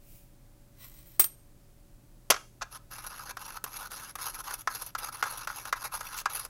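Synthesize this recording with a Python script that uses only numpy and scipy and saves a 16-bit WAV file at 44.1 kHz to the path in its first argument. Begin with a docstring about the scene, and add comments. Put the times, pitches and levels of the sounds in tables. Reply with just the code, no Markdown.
"""A faint high swish, then a glass rod scuffs over a lab bench and clinks against its neighbour.
It rattles into a well of a plastic plate and stirs wet powder: gritty friction rings plate and rod,
clumps crunch, one with a bright rasp, and the tip taps the well's wall about every half turn.
All of it is close by, in a small, quiet room with ventilation and mains hum."""
import sys
import numpy as np
from scipy import signal
from scipy.fft import rfft, irfft, next_fast_len
from scipy.io import wavfile
from scipy.ndimage import map_coordinates

SR = 44100
rng = np.random.default_rng(int(sys.argv[2]) if len(sys.argv) > 2 else 0)


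def unload_wav(signal):
    """Save mono or channel-first audio to the path in sys.argv[1] as 16-bit WAV at rate SR, clipped to [-1, 1]."""
    wavfile.write(
        sys.argv[1],
        SR,
        np.round(np.clip(np.atleast_2d(signal).T, -1, 1) * 32767).astype(np.int16),
    )


N = 286204


def amp(db):
    """Decibels to gain."""
    return 10 ** (np.asarray(db) / 20)


def unit(x):
    """Each row at rms 1."""
    return x / np.sqrt(np.mean(x ** 2, axis=-1, keepdims=True) + 1e-20)


def along(points, hz):
    """(freq_hz, value) points read on a log axis."""
    freqs_hz, values = np.transpose(points)
    return np.interp(np.log(hz + 1), np.log(freqs_hz + 1), values)


def wobble(rate_hz):
    """Smooth random curve."""
    knots = rng.standard_normal(int(N * rate_hz / SR) + 4)
    return map_coordinates(knots, [np.arange(N) * rate_hz / SR])


def filtered(x, response):
    """x through a gain that is a function of frequency."""
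    size = next_fast_len(x.shape[-1] + SR // 4)
    return irfft(rfft(x, size) * response(np.fft.rfftfreq(size, 1 / SR)), size)[..., :x.shape[-1]]


def equalised(x, spectrum):
    """x shaped by (freq_hz, gain_db) points."""
    return filtered(x, lambda hz: amp(along(spectrum, hz)))


def coloured(x, spectrum):
    """x equalised, at rms 1."""
    return unit(equalised(x, spectrum))


def add(track, start_s, sound):
    """Mix a sound into the track."""
    part = track[max(round(start_s * SR), 0):][:len(sound)]
    part += sound[:len(part)]


def stroke(start_s, end_s, rise_s, fall_s, ramp_db=0):
    """Stroke gain: up 40 dB in rise_s, a steady change of pressure, down 40 dB in fall_s."""
    t = np.arange(N) / SR
    outside = np.maximum(start_s - t, 0) / rise_s + np.maximum(t - end_s, 0) / fall_s
    progress = np.clip((t - start_s) / (end_s - start_s), 0, 1) - .5
    return amp(ramp_db * progress - 40 * np.minimum(outside, 5))


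def grit(slips_per_s, spread_db, hiss_gain):
    """Friction force: tiny slips of very unequal size over a smooth hiss."""
    slipping = rng.random(N) < slips_per_s / SR
    sizes = amp(spread_db * np.clip(rng.standard_normal(N), -2, 2))
    slips = slipping * sizes * rng.choice([-1, 1], N)
    return unit(unit(slips) + hiss_gain * rng.standard_normal(N))


def ring(modes, t, scatter_db):
    """Damped modes; their strengths scatter with the point of contact."""
    out = np.zeros(len(t))
    for k, (hz, width_hz, db) in enumerate(modes):
        strength = (-1) ** k * width_hz * amp(db + scatter_db * rng.standard_normal())
        out += strength * np.exp(-np.pi * width_hz * t) * np.sin(2 * np.pi * hz * t)
    return unit(out)


def rubbed(force, modes):
    """A friction force heard through a body's modes, at rms 1."""
    response = ring(modes, np.arange(SR // 8) / SR, scatter_db=0)
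    return unit(signal.fftconvolve(force, response)[:N])


def roaming(x, depth_db, span_hz, span_s):
    """As the contact moves, neighbouring modes swell and fade in patches."""
    hz, t, spectra = signal.stft(x, SR, nperseg=256)
    grid = np.meshgrid(hz / span_hz, t / span_s, indexing="ij")
    patches = map_coordinates(rng.standard_normal((200, 1000)), grid, mode="wrap")
    return unit(signal.istft(spectra * amp(depth_db * patches), SR, nperseg=256)[1][:N])


# room air spectrum: freq_hz, gain_db
AIR_SPECTRUM = [(12, -45.5), (20, -3), (41, -9), (59, -18.5), (123, -15.5), (247, -26), (268, -27),
                (300, -21), (456, -33.5), (554, -33), (797, -34.5), (942, -38), (3130, -45), (10100, -43.5),
                (15800, -44.5)]
# ventilation and mains lines: pitch_hz, rms_db
HUM_LINES = [(30.5, -65.5), (119.8, -66), (240, -77), (570, -75)]

def room_tone(air_db=-56.5):
    """Ventilation rumble with slightly unsteady hum."""
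    t, hum = np.arange(N) / SR, np.zeros(N)
    for hz, db in HUM_LINES:
        peak = np.sqrt(2) * amp(db + 0.74 * wobble(1))
        hum += peak * np.sin(2 * np.pi * hz * t + .5 * wobble(0.96))
    return amp(air_db) * coloured(rng.standard_normal(N), AIR_SPECTRUM) + hum


# room decay: freq_hz, t60_s
ROOM_DECAY = [(200, 0.341), (1300, 0.21), (5000, 0.34), (10000, 0.5), (16000, 0.1)]

def reverb(x, build_s=0.0012):
    """The lab's short, diffuse answer."""
    hz, t, spectra = signal.stft(rng.standard_normal(SR // 2), SR, nperseg=256)
    decay = amp(-60 * t / along(ROOM_DECAY, hz)[:, None])
    tail = signal.istft(spectra * decay, SR, nperseg=256)[1]
    tail *= 1 - np.exp(-np.arange(len(tail)) / SR / build_s)
    wet = signal.fftconvolve(x, tail / np.linalg.norm(tail))[:N]
    return equalised(wet, [(300, -21.5), (1300, -9), (5000, -19.5), (10000, -28), (15500, -24)])


def swish(centre_s=0.14, sigma_s=0.072, level_db=-55):
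    """Soft, high brushing noise in one bell-shaped swell."""
    spectrum = [(1600, -23), (2300, 1), (2800, -2), (3500, -7.5), (7000, -2.5), (11000, 1.5), (15500, 6)]
    hiss = coloured(rng.standard_normal(N), spectrum)
    swell = np.exp(-.5 * np.minimum(((np.arange(N) / SR - centre_s) / sigma_s) ** 2, 50))
    return amp(level_db) * swell * hiss


# modes of the scuff and of the rod lying damped on the bench: freq_hz, width_hz, level_db
SCUFF_MODES = [(1090, 120, -1.5), (1408, 150, -5.5), (1990, 140, 2), (2430, 310, -1.5), (3234, 390, -1.5),
               (3980, 311, 0.5), (5890, 770, -5.5)]
LYING_ROD_MODES = [(8830, 320, -9), (11950, 300, -4), (12220, 340, 0), (15550, 450, -2)]
# pushes over the bench: start_s, end_s, sing_db, scuff_db
PUSHES = [(0.822, 0.848, -50, -56.5), (0.88, 1.168, -58.5, -69.5), (0.989, 0.988, -61, -68.5)]

def slide(rise_s=0.12, fall_s=0.089):
    """The dragged rod scuffs the bench and faintly sings."""
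    force = grit(slips_per_s=1500, spread_db=5, hiss_gain=.7)
    hiss = amp(-1) * coloured(force, [(3000, -22), (7000, 2), (15500, 4.5)])
    sing = roaming(rubbed(force, LYING_ROD_MODES) + hiss, depth_db=2.5, span_hz=500, span_s=.03)
    scuff = rubbed(force, SCUFF_MODES)
    return sum(stroke(start_s, end_s, rise_s, fall_s) * (amp(sing_db) * sing + amp(scuff_db) * scuff)
               for start_s, end_s, sing_db, scuff_db in PUSHES)


# modes of the two rods: pitch_hz, level_db, t60_s
GLASS_MODES = [(5790, -21, .07), (5884, -28, .16), (8545, -11, .11), (8565, -29, .32), (8730, -5, .1),
               (10320, -27, .1), (11812, -1, .085), (11845, -22, .24), (12100, -22, .17), (14300, -25, .1),
               (15430, -17, .06), (15573, 0, .07), (15765, -9, .07)]
# glass on glass: start_s, ring_db, tick_db, bench_re_tick_db
GLASS_HITS = [(1.1962, -31, -31, 0.5), (1.2029, -30.5, -42.5, -4.5), (1.2425, -42, -41.5, -16.5)]

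def clinks(snap_t60_s=0.012, bench_t60_s=0.11):
    """The rod bounces off its neighbour: glass snaps, the bench answers, close pairs of modes beat."""
    out, t = np.zeros(N), np.arange(SR // 2) / SR
    spectrum = [(80, -6.5), (500, -6), (1600, -1.5), (4000, -4), (7000, -2), (10000, -5), (15500, 7.5)]
    for start_s, ring_db, tick_db, bench_db in GLASS_HITS:
        chime = np.zeros(len(t))
        for hz, db, t60_s in GLASS_MODES:
            decay = amp(db + .5 * rng.standard_normal() - 60 * t / t60_s)
            chime += decay * np.sin(2 * np.pi * (hz * t + rng.random()))
        noise = coloured(rng.standard_normal(len(t)), spectrum)
        tick = unit(noise * (amp(-60 * t / snap_t60_s) + amp(bench_db - 60 * t / bench_t60_s)))
        add(out, start_s, amp(ring_db) * unit(chime) + amp(tick_db - 0.5) * tick)
    return out


def rasp(start_s=6.177, end_s=6.205, level_db=-38):
    """A dry clump is crushed: crystals break in a dense, bright crackle."""
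    force = grit(slips_per_s=900, spread_db=4, hiss_gain=.3)
    spectrum = [(1500, -17), (4000, 0.5), (7000, 0), (10000, -7), (13000, -8), (15500, 1.5)]
    return amp(level_db) * stroke(start_s, end_s, rise_s=0.021, fall_s=0.024) * coloured(force, spectrum)


# register boundaries: crossover_hz
CROSSOVERS_HZ = [880, 2200, 8000]

def registers(x):
    """x split, low to high, into thud, body, clack and edge, each at rms 1."""
    def bands(hz):
        lowpasses = [1 / (1 + (hz / crossover_hz) ** 10) for crossover_hz in CROSSOVERS_HZ]
        return np.diff(lowpasses, axis=0, prepend=0, append=1)
    return unit(filtered(x, bands))


# contact crack, too dense in modes to ring: freq_hz, gain_db
CRACK_SPECTRUM = [(80, -19), (250, -15), (480, 3), (720, 4.5), (1300, 1.5), (2500, -6.5), (4000, -11.5),
                  (6000, -6), (8500, -15), (11000, -10), (14000, -10.5), (16000, -31.5)]

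def crack(t, hold_s=0.0043, t60_s=0.038):
    """A burst that lasts while the contact chatters, then dies."""
    noise = coloured(rng.standard_normal(len(t)), CRACK_SPECTRUM)
    return unit(noise * amp(-60 * np.maximum(t - hold_s, 0) / t60_s))


# modes of the plate and of the hand-held rod, tip in the powder: freq_hz, width_hz, level_db
PLATE_MODES = [ (509, 740, -17), (819, 160, -9), (1028.5, 64, 6), (1185, 248, 2.5), (1300, 95, 8),
               (1466, 83, 2), (1624, 18.2, 3), (1707, 46, -5.5), (2370, 194, -15), (2586, 84, -11.5),
               (2777, 50, -13), (2954, 40, -14.5), (3515, 42, -10.5), (3800, 97, -14), (4380, 56, -8.5),
               (4797, 78, -10), (5236, 98, -12), (5675, 78, -9), (6570, 410, -16), (6353, 78, -12.5),
               (7300, 100, -23.5), (8260, 79, -27), ]
HELD_ROD_MODES = [(9500, 160, -16), (10450, 450, -12), (10930, 260, -4), (11320, 240, -4),
                  (12400, 250, -24), (13200, 350, -18), (13800, 350, -17), (14500, 450, -22),
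                  (15400, 600, -21)]

def blows(hits, thud_base_db, clack_base_db, trim_db=-18.5):
    """Glass hits plastic: a bare wall gives a round knock, a hard hit or trapped powder a bright snap."""
    out, t = np.zeros(N), np.arange(SR // 8) / SR
    for start_s, level_db, edge_db in hits:
        # harder contacts spread the spectrum, crack more and ring less
        thud_db = thud_base_db + 0.44 * edge_db
        clack_db = clack_base_db + 0.39 * edge_db
        blow = ring(PLATE_MODES + HELD_ROD_MODES, t, scatter_db=1.5) + amp(0.064 * clack_db) * crack(t)
        balanced = amp([thud_db, 0, clack_db, edge_db]) @ registers(blow)
        add(out, start_s, amp(level_db + trim_db) * balanced)
    return out


# hits on the plate and on the well's wall: start_s, level_db, edge_re_body_db
LANDING_HITS = [(2.302, -19.5, -3.5), (2.3042, -20.5, 7), (2.3144, -21.5, -22.5), (2.3215, -22.5, -25),
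                (2.3416, -27, -25), (2.3631, -31.5, -32), (2.6115, -34.5, -46), (2.6173, -27.5, -28),
                (2.6239, -30.5, -18.5)]
WALL_HITS = [(3.3693, -30.5, -12), (3.6407, -31.5, 4.5), (3.662, -35, -22), (3.917, -37.5, 1),
             (4.1543, -32.5, -2), (4.1872, -34.5, -18), (4.508, -32.5, -4), (4.6735, -16.5, -23),
             (4.8203, -40.5, 9.5), (4.8637, -48, 14), (4.9504, -23, -19.5), (4.9846, -41, 0),
             (5.226, -16.5, -19), (5.2377, -26, -11), (5.256, -32, -14), (5.473, -25, -12.5),
             (5.4993, -27.5, -36), (5.6534, -33, -5), (5.7265, -16.5, -19), (6.008, -30, -8),
             (6.2569, -16, -22.5), (6.45, -40, 7.5)]

def taps():
    """The rod lands, rattles and settles in the well, then taps the wall as it goes round."""
    landing = blows(LANDING_HITS, thud_base_db=0, clack_base_db=6.5)
    return landing + blows(WALL_HITS, thud_base_db=-9.5, clack_base_db=-3.5)


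# stirring strokes: start_s, end_s, rub_db, powder_re_rub_db, pressure_ramp_db
STIR_STROKES = [(2.714, 2.774, -50, -3, 1), (2.911, 3.079, -46.5, -3, 0.5), (3.101, 3.244, -45.5, -6, 0.5),
                (3.257, 3.313, -42, -7.5, 7), (3.394, 3.574, -45, -3, 4.5), (3.673, 3.874, -48.5, -1.5, 7),
                (3.908, 4.112, -44.5, -3, -2), (4.183, 4.297, -44, -2, 8.5), (4.357, 4.411, -42, -2, 7),
                (4.443, 4.541, -42, -6, 3), (4.584, 4.62, -53, 7, 5), (4.696, 4.902, -49.5, 1.5, -4.5),
                (5.008, 5.092, -40, -7, 2), (5.127, 5.216, -45.5, -3.5, -9),
                (5.253, 5.454, -43.5, -5.5, -4), (5.491, 5.7, -45.5, -4.5, -1.5),
                (5.759, 5.827, -45.5, -4.5, 6), (5.844, 5.873, -37.5, -2, -2),
                (5.927, 5.978, -40, -2, -5.5), (5.991, 6.215, -44.5, -2.5, 9.5),
                (6.299, 6.468, -45.5, -4, -4)]
# powder clumps under the tip: start_s, crunch_db
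POWDER_CLUMPS = [(3.065, -42), (3.456, -41), (3.763, -39.5), (3.962, -45), (4.216, -36), (4.259, -39.5),
                 (4.294, -41), (4.34, -38.5), (4.395, -45.5), (4.443, -47.5), (4.539, -39), (4.75, -34.5),
                 (4.817, -37), (4.985, -40), (5.044, -43), (5.128, -49), (5.302, -42), (5.375, -42.5),
                 (5.56, -44), (5.587, -46), (5.951, -42.5), (6.33, -42), (6.352, -36.5), (6.39, -42)]

def friction_gains(clump_hold_s=0.0082, clump_drag_db=-4):
    """Gains of rubbing on plastic and of powder crunch; clumps give way at once, then crumble."""
    rub_power, crunch_power = np.zeros(N), np.zeros(N)
    for start_s, end_s, rub_db, powder_db, ramp_db in STIR_STROKES:
        pressure = amp(rub_db) * stroke(start_s, end_s, rise_s=0.019, fall_s=0.023, ramp_db=ramp_db)
        rub_power += pressure ** 2
        crunch_power += (amp(powder_db) * pressure) ** 2
    clumps = sum(amp(crunch_db) * stroke(start_s, start_s + clump_hold_s, rise_s=0.013, fall_s=0.059)
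                 for start_s, crunch_db in POWDER_CLUMPS)
    return np.sqrt(rub_power + (amp(clump_drag_db) * clumps) ** 2), np.sqrt(crunch_power + clumps ** 2)


def stirring():
    """The tip rubs round the well and grinds the powder; every slip rings the plate and the rod."""
    force = grit(slips_per_s=900, spread_db=5, hiss_gain=.4) * amp(1.8 * wobble(70))
    ringing = rubbed(force, PLATE_MODES + HELD_ROD_MODES) + amp(-10) * coloured(force, CRACK_SPECTRUM)
    ringing = roaming(ringing, depth_db=2.8, span_hz=500, span_s=.028)
    thud, body, clack, edge = registers(ringing)
    rub, crunch = friction_gains()
    low = rub * (amp(-11) * thud + amp(-2.5) * body)
    middle = amp(-4.5) * np.sqrt(rub * crunch) * clack
    high = amp(-0.5) * crunch * edge
    spectrum = [(200, -17), (700, 1), (1300, -2.3), (2500, 0.5), (5000, 0.27), (6500, 0),
                (8000, 6.5), (11000, -1), (15000, -0.8)]
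    return equalised(low + middle + high, spectrum)


def scene():
    """Rod and plate close by, in the room; mono."""
    near = swish() + slide() + clinks() + taps() + stirring() + rasp()
    return (near + reverb(near) + room_tone())[None]


def record(dry):
    """Soft peak limiter, then a steep low-pass."""
    ceiling, cutoff_hz, taper_hz = .8, 15900, 250
    rounded = dry / (1 + (dry / ceiling) ** 4) ** (1 / 4)
    return filtered(rounded, lambda hz: np.clip((cutoff_hz - hz) / taper_hz + .5, 0, 1))


dry = scene()
out = record(dry)
unload_wav(out)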